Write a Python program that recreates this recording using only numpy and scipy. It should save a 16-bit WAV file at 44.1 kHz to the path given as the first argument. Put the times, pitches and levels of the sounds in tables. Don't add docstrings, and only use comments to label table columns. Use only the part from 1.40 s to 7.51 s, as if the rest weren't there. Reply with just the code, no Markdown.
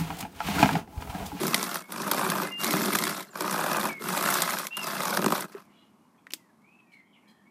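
import sys
import numpy as np
from scipy import signal
from scipy.fft import rfft, irfft, next_fast_len
from scipy.io import wavfile
from scipy.ndimage import uniform_filter1d

SR = 44100
rng = np.random.default_rng(int(sys.argv[2]) if len(sys.argv) > 2 else 0)


def unload_audio(sound):
    columns = np.transpose(np.atleast_2d(sound))
    steps = np.round(np.clip(columns, -1, 1) * 32767)
    wavfile.write(sys.argv[1], SR, steps.astype(np.int16))


def volts(x):
    e = np.asarray(x, float) / 20
    return 10 ** e


N = 269397

# start t/s, end t/s, panel level/dB, grit over panel/dB, cavity over panel/dB
STROKES = [
    (-.3, 0.44, -37.5, 3, -3),
    (0.476, 1.132, -31.5, -1.5, -2.5),
    (1.169, 1.86, -35.5, 3.5, -2.5),
    (1.923, 2.554, -34.5, -1, -4.5),
    (2.589, 3.295, -31.5, 3, -7),
    (3.345, 4.066, -34.5, 1.5, -3),
    (4.115, 4.232, -48, -22, -4),
]
# t/s, pressure level/dB, lean level/dB (leaning frees the cavity and damps the panels)
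HAND = [(0, 5, 8), (0.118, 2, 10), (0.359, -1, -1.5), (0.562, -6.5, 3.5), (0.798, 1, 2), (0.922, 0.5, 3),
        (1.078, -2.5, 1), (1.342, 5, 7), (1.599, 1, 7), (1.8, -3.5, -0.5), (2.001, 0, 4), (2.302, 5.5, 0),
        (2.66, -3, 8), (2.952, 3.5, 1.5), (3.219, -6, 1.5), (3.42, -3, -1), (3.72, 2, 1), (3.99, 2, -1)]
# t/s, peak level/dB
JOLTS = [(0.032, -19), (0.132, -17.5), (0.356, -17), (0.561, -23.5), (0.715, -16.5), (0.812, -16.5),
         (0.848, -19), (0.917, -19), (1.232, -21.5), (1.336, -15.5), (1.551, -11.5), (1.668, -18.5),
         (1.714, -26), (1.955, -23.5), (2.007, -20.5), (2.078, -16.5), (2.142, -19), (2.179, -20.5),
         (2.239, -16.5), (2.297, -22.5), (2.77, -18), (3.024, -21.5), (3.076, -17), (3.374, -24.5),
         (3.604, -16.5), (3.68, -18.5), (3.772, -11), (3.823, -19.5), (3.861, -15.5), (3.922, -12)]
# t/s, peak level/dB
HOP_LANDINGS = [
    (3.791, -19),
    (3.843, -14),
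    (3.881, -17),
    (3.904, -20.5),
    (3.964, -23),
]
# t/s, peak level/dB
SNAPS = [(0.0327, -35), (0.0673, -25.5), (0.1438, -14.5), (0.2279, -23), (0.3431, -25), (0.5212, -33.5),
         (0.618, -31), (0.7133, -16.5), (0.9003, -21.5), (1.2441, -20.5), (1.2664, -30), (1.3077, -19),
         (1.33, -26), (1.5549, -25), (1.5871, -21), (1.6376, -21.5), (2.0071, -27.5), (2.1099, -26),
         (2.7752, -24), (2.9399, -22.5), (3.0199, -17), (3.1055, -24.5), (3.2685, -25.5), (3.3686, -25.5),
         (3.4311, -33.5), (3.7684, -30.5), (3.8172, -31), (3.861, -32.5), (3.903, -33), (4.0066, -26)]
# f/Hz, bandwidth/Hz, level/dB
CAVITY_MODES = [(195.7, 44, 5), (310.2, 17, 4), (367.6, 46, 1), (141, 23, -12)]
# f/Hz, bandwidth/Hz, level/dB
PANEL_MODES = [(537, 42, 1.5), (662, 52.6, 5), (806, 83, 3.5), (1036, 170, 6), (1305, 130, 8),
               (1694, 280, 2), (2093, 83, -13.5), (2520, 140, -2)]
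# f/Hz, level per Hz/dB
GRIT_SPECTRUM = [(1180, -39), (2000, 5.5), (2410, 1), (2650, -8), (3000, -7), (3270, -0.5), (5550, -1.5),
                 (6610, -4), (12300, -2), (13800, -3.5), (15100, -9), (15700, -22.5), (16400, -58.5)]
# f/Hz, level per Hz/dB
AIR_SPECTRUM = [(15, -95.5), (25, -56), (87, -10), (172, 3), (196, 11), (398, -3.5), (443, -7), (481, -9),
                (805, -5), (1060, -3), (1870, -20.5), (2200, -16.5), (2880, -24.5), (12800, -27.5),
                (16400, -43.5)]
# start t/s, end t/s, f/Hz at start, middle and end, level/dB
SQUEAKS = [
    (1.015, 1.18, 2075, 2070, 2060, -43),
    (3.3, 3.47, 2620, 2810, 2480, -35),
    (3.41, 3.52, 5300, 4850, 4480, -45.5),
    (.41, .51, 2180, 2200, 2180, -54),
    (1.262, 1.33, 2170, 2180, 2190, -37),
    (2.48, 2.63, 2350, 2200, 2110, -39.5),
    (1.878, 1.9, 4150, 4200, 4150, -56),
    (1.9, 1.955, 7600, 7000, 6700, -58),
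]
STEADY_SQUEAK = [
    (1.104, 1.245, 2810, 2805, 2803, -37.5),
]
# t/s, peak level/dB, f/Hz, treble level/dB, decay time t60/s
TICKS = [(4.12, -44, 1550, -54, 0.087), (4.127, -45, 4800, -63, 0.054), (4.1495, -35, 1674, -67, 0.012),
         (4.167, -44, 1300, -70, 0.054), (4.18, -55, 4430, -70, 0.04), (4.2037, -49, 5000, -63, 0.0061),
         (4.2165, -51, 2480, -55, 0.009), (4.868, -32, 1800, -75, 0.02), (4.9052, -36, 2450, -43, .008),
         (4.907, -29, 2450, -52, 0.016), (4.92, -44, 2450, -45, 0.036), (4.9361, -11, 2740, -13.5, 0.003),
         (4.9392, -34, 3000, -24.5, 0.0073), (4.9427, -50, 2540, -37, 0.025), (5.22, -63, 3500, -68, 0.012)]
# t/s, peak level/dB, f/Hz, decay time t60/s
KNOCKS = [
    (2.608, -27.5, 427.4, 0.052),
    (4.147, -26.5, 401, 0.067),
    (4.929, -43, 313, 0.14),
]
# start t/s, end t/s, f/Hz at start, middle and end, level/dB
WHISTLES = [
    (4.97, 5.13, 2080, 1900, 1560, -75),
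    (5.195, 5.46, 1950, 2570, 2480, -67),
    (5.46, 5.53, 2450, 2360, 2280, -72),
    (5.51, 5.621, 2270, 2190, 1990, -61),
    (6.05, 6.127, 2150, 2260, 2330, -67),
]
# start t/s, end t/s, f/Hz, bandwidth/Hz, level/dB
CHIRPS = [(4.27, 4.55, 2900, 110, -72), (4.33, 4.44, 3315, 170, -71), (4.33, 4.37, 2420, 130, -74),
          (4.35, 4.45, 3975, 120, -77), (4.55, 4.7, 2890, 120, -83), (4.74, 4.77, 1750, 400, -72),
          (4.775, 4.8, 2400, 200, -73), (4.775, 4.8, 3300, 200, -76), (5.38, 5.7, 1885, 60, -75),
          (5.515, 5.56, 4175, 300, -70), (5.64, 5.74, 2175, 250, -73), (5.63, 5.74, 3180, 200, -80),
          (5.78, 5.93, 2330, 350, -72), (5.865, 5.93, 3225, 250, -70), (5.87, 5.925, 4125, 200, -70),
          (5.88, 5.915, 4900, 200, -73), (5.8, 6.11, 1790, 250, -72), (5.93, 6.05, 3175, 250, -80)]
RUSTLES = [
    (4.26, 4.52, 2300, 2500, -72),
    (5.51, 5.56, 7000, 9000, -73),
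    (5.87, 5.93, 7500, 9000, -72),
]
FALLING_CHIRPS = [
    (4.22, 4.35, 2300, 400, -75),
    (5.51, 5.56, 3100, 300, -72),
    (5.72, 5.79, 3200, 400, -65),
    (5.74, 5.8, 2400, 300, -65),
]


def evened(x):
    return x / np.sqrt(np.mean(x ** 2) + 1e-20)


def add(mix, s, sound):
    part = mix[round(s * SR):][:len(sound)]
    part += sound[:len(part)]


def coloured(x, spectrum):
    hz, db = np.transpose(spectrum)
    size = next_fast_len(len(x))
    frequency = np.fft.rfftfreq(size, 1 / SR)
    gain = volts(np.interp(np.log(frequency + 1), np.log(hz), db))
    return evened(irfft(rfft(x, size) * gain, size)[:len(x)])


def resonate(x, hz, width):
    turn = np.exp(2j * np.pi * np.cumsum(hz * np.ones(len(x))) / SR)
    r = np.exp(-np.pi * width / SR)
    return 2 * (turn * signal.lfilter([1 - r], [1, -r], x / turn)).real


def ring(x, modes, factor=1):
    total = 0
    for k, (hz, width, db) in enumerate(modes):
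        total = total + (-1) ** k * volts(db) * resonate(x, hz * factor, width)
    return total


def jolt(rise_s, fall_s):
    t = np.arange(1500) / SR
    shape = (1 - np.exp(-t / rise_s)) * np.exp(-t / fall_s)
    return shape / shape.max()


def strokes():
    speed_up_s, slow_down_s = 0.088, 0.09
    rest_db, grit_rest_db = -57.5, 0.5
    cavity_lag_s, cavity_holds = .01, 0.46
    pull, push = 0.997, 0.942
    t = np.arange(N) / SR

    start, end, stroke_db, grit_db, boom_db = np.transpose(STROKES)
    k = np.clip(np.searchsorted(start, t) - 1, 0, None)
    speed = np.clip(np.minimum((t - start[k]) / speed_up_s, (end[k] - t) / slow_down_s), 0, 1)
    base_db = stroke_db[k] + 21 * np.log10(speed + 0.059)

    s, press_db, lean_db = np.transpose(HAND)
    press_db, lean_db = np.interp(t, s, press_db), np.interp(t, s, lean_db)
    hop = uniform_filter1d(1. * (t > 3.785) * (t < 3.935), size=900)
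    hop_lift_db, hop_boom_db = -7 * hop, 11 * hop

    held_db = cavity_holds * (stroke_db[k] - base_db) * (t < start[-1])
    cavity_db = np.interp(t - cavity_lag_s, t, base_db + held_db + boom_db[k])
    cavity_db = cavity_db + press_db + lean_db + hop_boom_db
    panel_db = base_db + press_db - 0.13 * lean_db + hop_lift_db
    grit_db = base_db + 0.86 * press_db + grit_db[k] + hop_lift_db
    floor_db = rest_db + np.array([[0], [0], [grit_rest_db]])
    return np.maximum([cavity_db, panel_db, grit_db], floor_db), np.where(k % 2, push, pull)


def slips(panel_db, grit_db):
    chatter_per_s, chatter_jitter = 60, .2
    jolts, snaps = np.array(JOLTS + HOP_LANDINGS), np.array(SNAPS)
    turns = np.array(STROKES)[1:, 0]
    hard = np.sort(np.r_[jolts[:, 0], snaps[:, 0], turns, STROKES[-1][1]])
    steps = np.r_[0, np.cumsum(np.round(np.diff(hard) * chatter_per_s))]
    shift, panel_draw, grit_draw = rng.standard_normal((400, 3))[:int(steps[-1])].T
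    step = np.arange(len(shift))
    free = ~np.isin(step, steps)
    at = (np.interp(step + chatter_jitter * shift, steps, hard) * SR).astype(int)[free]

    out = np.zeros((2, N))
    out[0, at] = volts(panel_db[at] + 6 + 1.5 * np.minimum(panel_draw[free], 1))
    out[1, at] = volts(grit_db[at] - 5 + 11 * np.minimum(grit_draw[free], .7))
    jolt_at, snap_at = (jolts[:, 0] * SR).astype(int), (snaps[:, 0] * SR).astype(int)
    out[:, jolt_at] = volts(jolts[:, 1] - 4.5 + [[0], [-9]])
    out[:, snap_at] += volts(snaps[:, 1] + [[-8.5], [0]])
    return out


def patchy(x, patch_db):
    z = signal.stft(x, nperseg=256)[2]
    patches = uniform_filter1d(rng.standard_normal(z.shape), size=12, axis=0)
    patches = evened(uniform_filter1d(patches, size=3, axis=1))
    return evened(signal.istft(z * volts(patch_db * patches), nperseg=256)[1][:len(x)])


def drag():
    (cavity_db, panel_db, grit_db), pitch = strokes()
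    still_s = STROKES[-1][1] + .05
    moving = np.clip((still_s - np.arange(N) / SR) / .1, 0, 1)

    catches = volts(6.5 * np.minimum(rng.exponential(1, N), 4)) * (rng.random(N) < 260 / SR)
    catches = evened(signal.oaconvolve(catches, jolt(0.000592, 0.0028))[:N])
    catches = evened(1.6 + catches)
    panel_train, grit_train = slips(panel_db, grit_db)
    panel_slips = signal.oaconvolve(panel_train, jolt(.0008, .002))[:N]
    grit_slips = signal.oaconvolve(grit_train, jolt(.0004, .002) + .15 * jolt(.001, .01))[:N]

    rub = rng.standard_normal(N)
    bend = uniform_filter1d(uniform_filter1d(rng.standard_normal(N), size=3000), size=3000)
    pitch = pitch * (1 + .04 * evened(bend))
    panel_scale = np.std(ring(rub, PANEL_MODES))
    panel_force = np.hypot(volts(panel_db - 2) * catches * moving, panel_slips)
    kick = 4.6
    panels = ring(rub * panel_force + kick * panel_train, PANEL_MODES, pitch) / panel_scale

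    grit_force = np.hypot(volts(grit_db - 5.0) * catches * moving, grit_slips)
    grit = patchy(coloured(rub, GRIT_SPECTRUM), patch_db=2.5) * grit_force

    jolts = panel_force / np.sqrt(abs(uniform_filter1d(panel_force ** 2, 4000)) + 1e-12)
    cavity = ring(rng.standard_normal(N) * (0.58 + jolts), CAVITY_MODES)
    cavity = signal.sosfilt(signal.butter(4, [125, 700], "band", fs=SR, output="sos"), cavity)
    cavity = cavity / np.std(cavity[:round(still_s * SR)]) * volts(cavity_db - 3.47) * moving

    rumble = volts(-20) * resonate(resonate(rub * panel_slips, 25, 29), 25, 29)
    return panels + grit + cavity + rumble


def echoes(x, t60):
    tail = rng.standard_normal(SR // 2) * volts(-60 * np.arange(SR // 2) / SR / t60)
    tail[:200] = 0
    return signal.fftconvolve(x, tail / np.linalg.norm(tail))[:N]


def street():
    swell = evened(uniform_filter1d(uniform_filter1d(rng.standard_normal(N), 5000), 5000))
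    rustle_db = 4 * np.exp(-abs(np.arange(N) / SR - 4.3) / .2)
    level_db = -62.5 + .7 * swell + rustle_db
    return volts(level_db) * coloured(rng.standard_normal(N), AIR_SPECTRUM)


def tones(notes, waver_db, fade_db):
    out = np.zeros(N)
    for start, end, *hz, db in notes:
        u = np.linspace(0, 1, round((end - start) * SR))
        pitch = np.polyval(np.polyfit([0, .5, 1], hz, 2), u)
        waver, drift = (evened(uniform_filter1d(rng.standard_normal(14000), size=400))[:len(u)] for _ in "ab")
        tone = np.sin(2 * np.pi * np.cumsum(pitch) / SR + .15 * waver_db * drift)
        level = volts(db + 3 + waver_db * waver - fade_db * u)
        add(out, start, level * tone * signal.windows.tukey(len(u), .35))
    return out


def squeaks():
    return tones(SQUEAKS, waver_db=3.5, fade_db=9) + tones(STEADY_SQUEAK, waver_db=.5, fade_db=0)


def settling():
    out, t = np.zeros(N), np.arange(9000) / SR
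    for s, db, hz, treble_db, t60 in TICKS:
        body_noise, edge_noise = rng.standard_normal((2, len(t)))
        narrow = evened(resonate(body_noise, hz, 370))
        wide = evened(resonate(resonate(body_noise, hz, 1920), hz, 1630))
        body = volts(db - 7.5) * evened(narrow + wide)
        edge = volts(treble_db) * coloured(edge_noise, [(2500, -34), (5000, -23), (14000, -29.0), (16500, -33)])
        decay = volts(-60 * t / t60) + .012 * volts(-60 * t / .12) + .003 * volts(-60 * t / .4)
        add(out, s, (body + edge) * decay * np.minimum(t / .0003, 1))
    for s, db, hz, t60 in KNOCKS:
        onset = np.sin(np.pi / 2 * np.minimum(t / 0.0051, 1)) ** 2
        add(out, s, volts(db - 60 * t / t60) * np.sin(2 * np.pi * hz * t) * onset)
    return signal.sosfilt(signal.butter(4, 150, "high", fs=SR, output="sos"), out)


def birds():
    out = tones(WHISTLES, waver_db=4.5, fade_db=0.0)
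    level_calls = [(*row, 1) for row in CHIRPS + RUSTLES]
    falling_calls = [(*row, .87) for row in FALLING_CHIRPS]
    for start, end, hz, width, db, fall in level_calls + falling_calls:
        pitch = np.linspace(hz, hz * fall, round((end - start) * SR))
        noise = rng.standard_normal(16000)[:len(pitch)]
        blur = resonate(resonate(noise, pitch, width), pitch, width)
        add(out, start, volts(db) * evened(blur) * signal.windows.tukey(len(pitch), .6))
    return out + volts(-5) * echoes(out, t60=.4)


def scene():
    box = drag() + squeaks() + settling()
    room = volts(-20) * echoes(box, t60=.12)
    return (box + room + street() + birds())[None]


def low_pass(x):
    return signal.sosfilt(signal.butter(12, 16510, fs=SR, output="sos"), x)


def record(dry):
    edge = signal.firwin(401, 15600, window=("kaiser", 6), fs=SR)
    mix = signal.oaconvolve(dry, edge[None], "same")
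    return low_pass(mix)


dry = scene()
out = record(dry)
unload_audio(out)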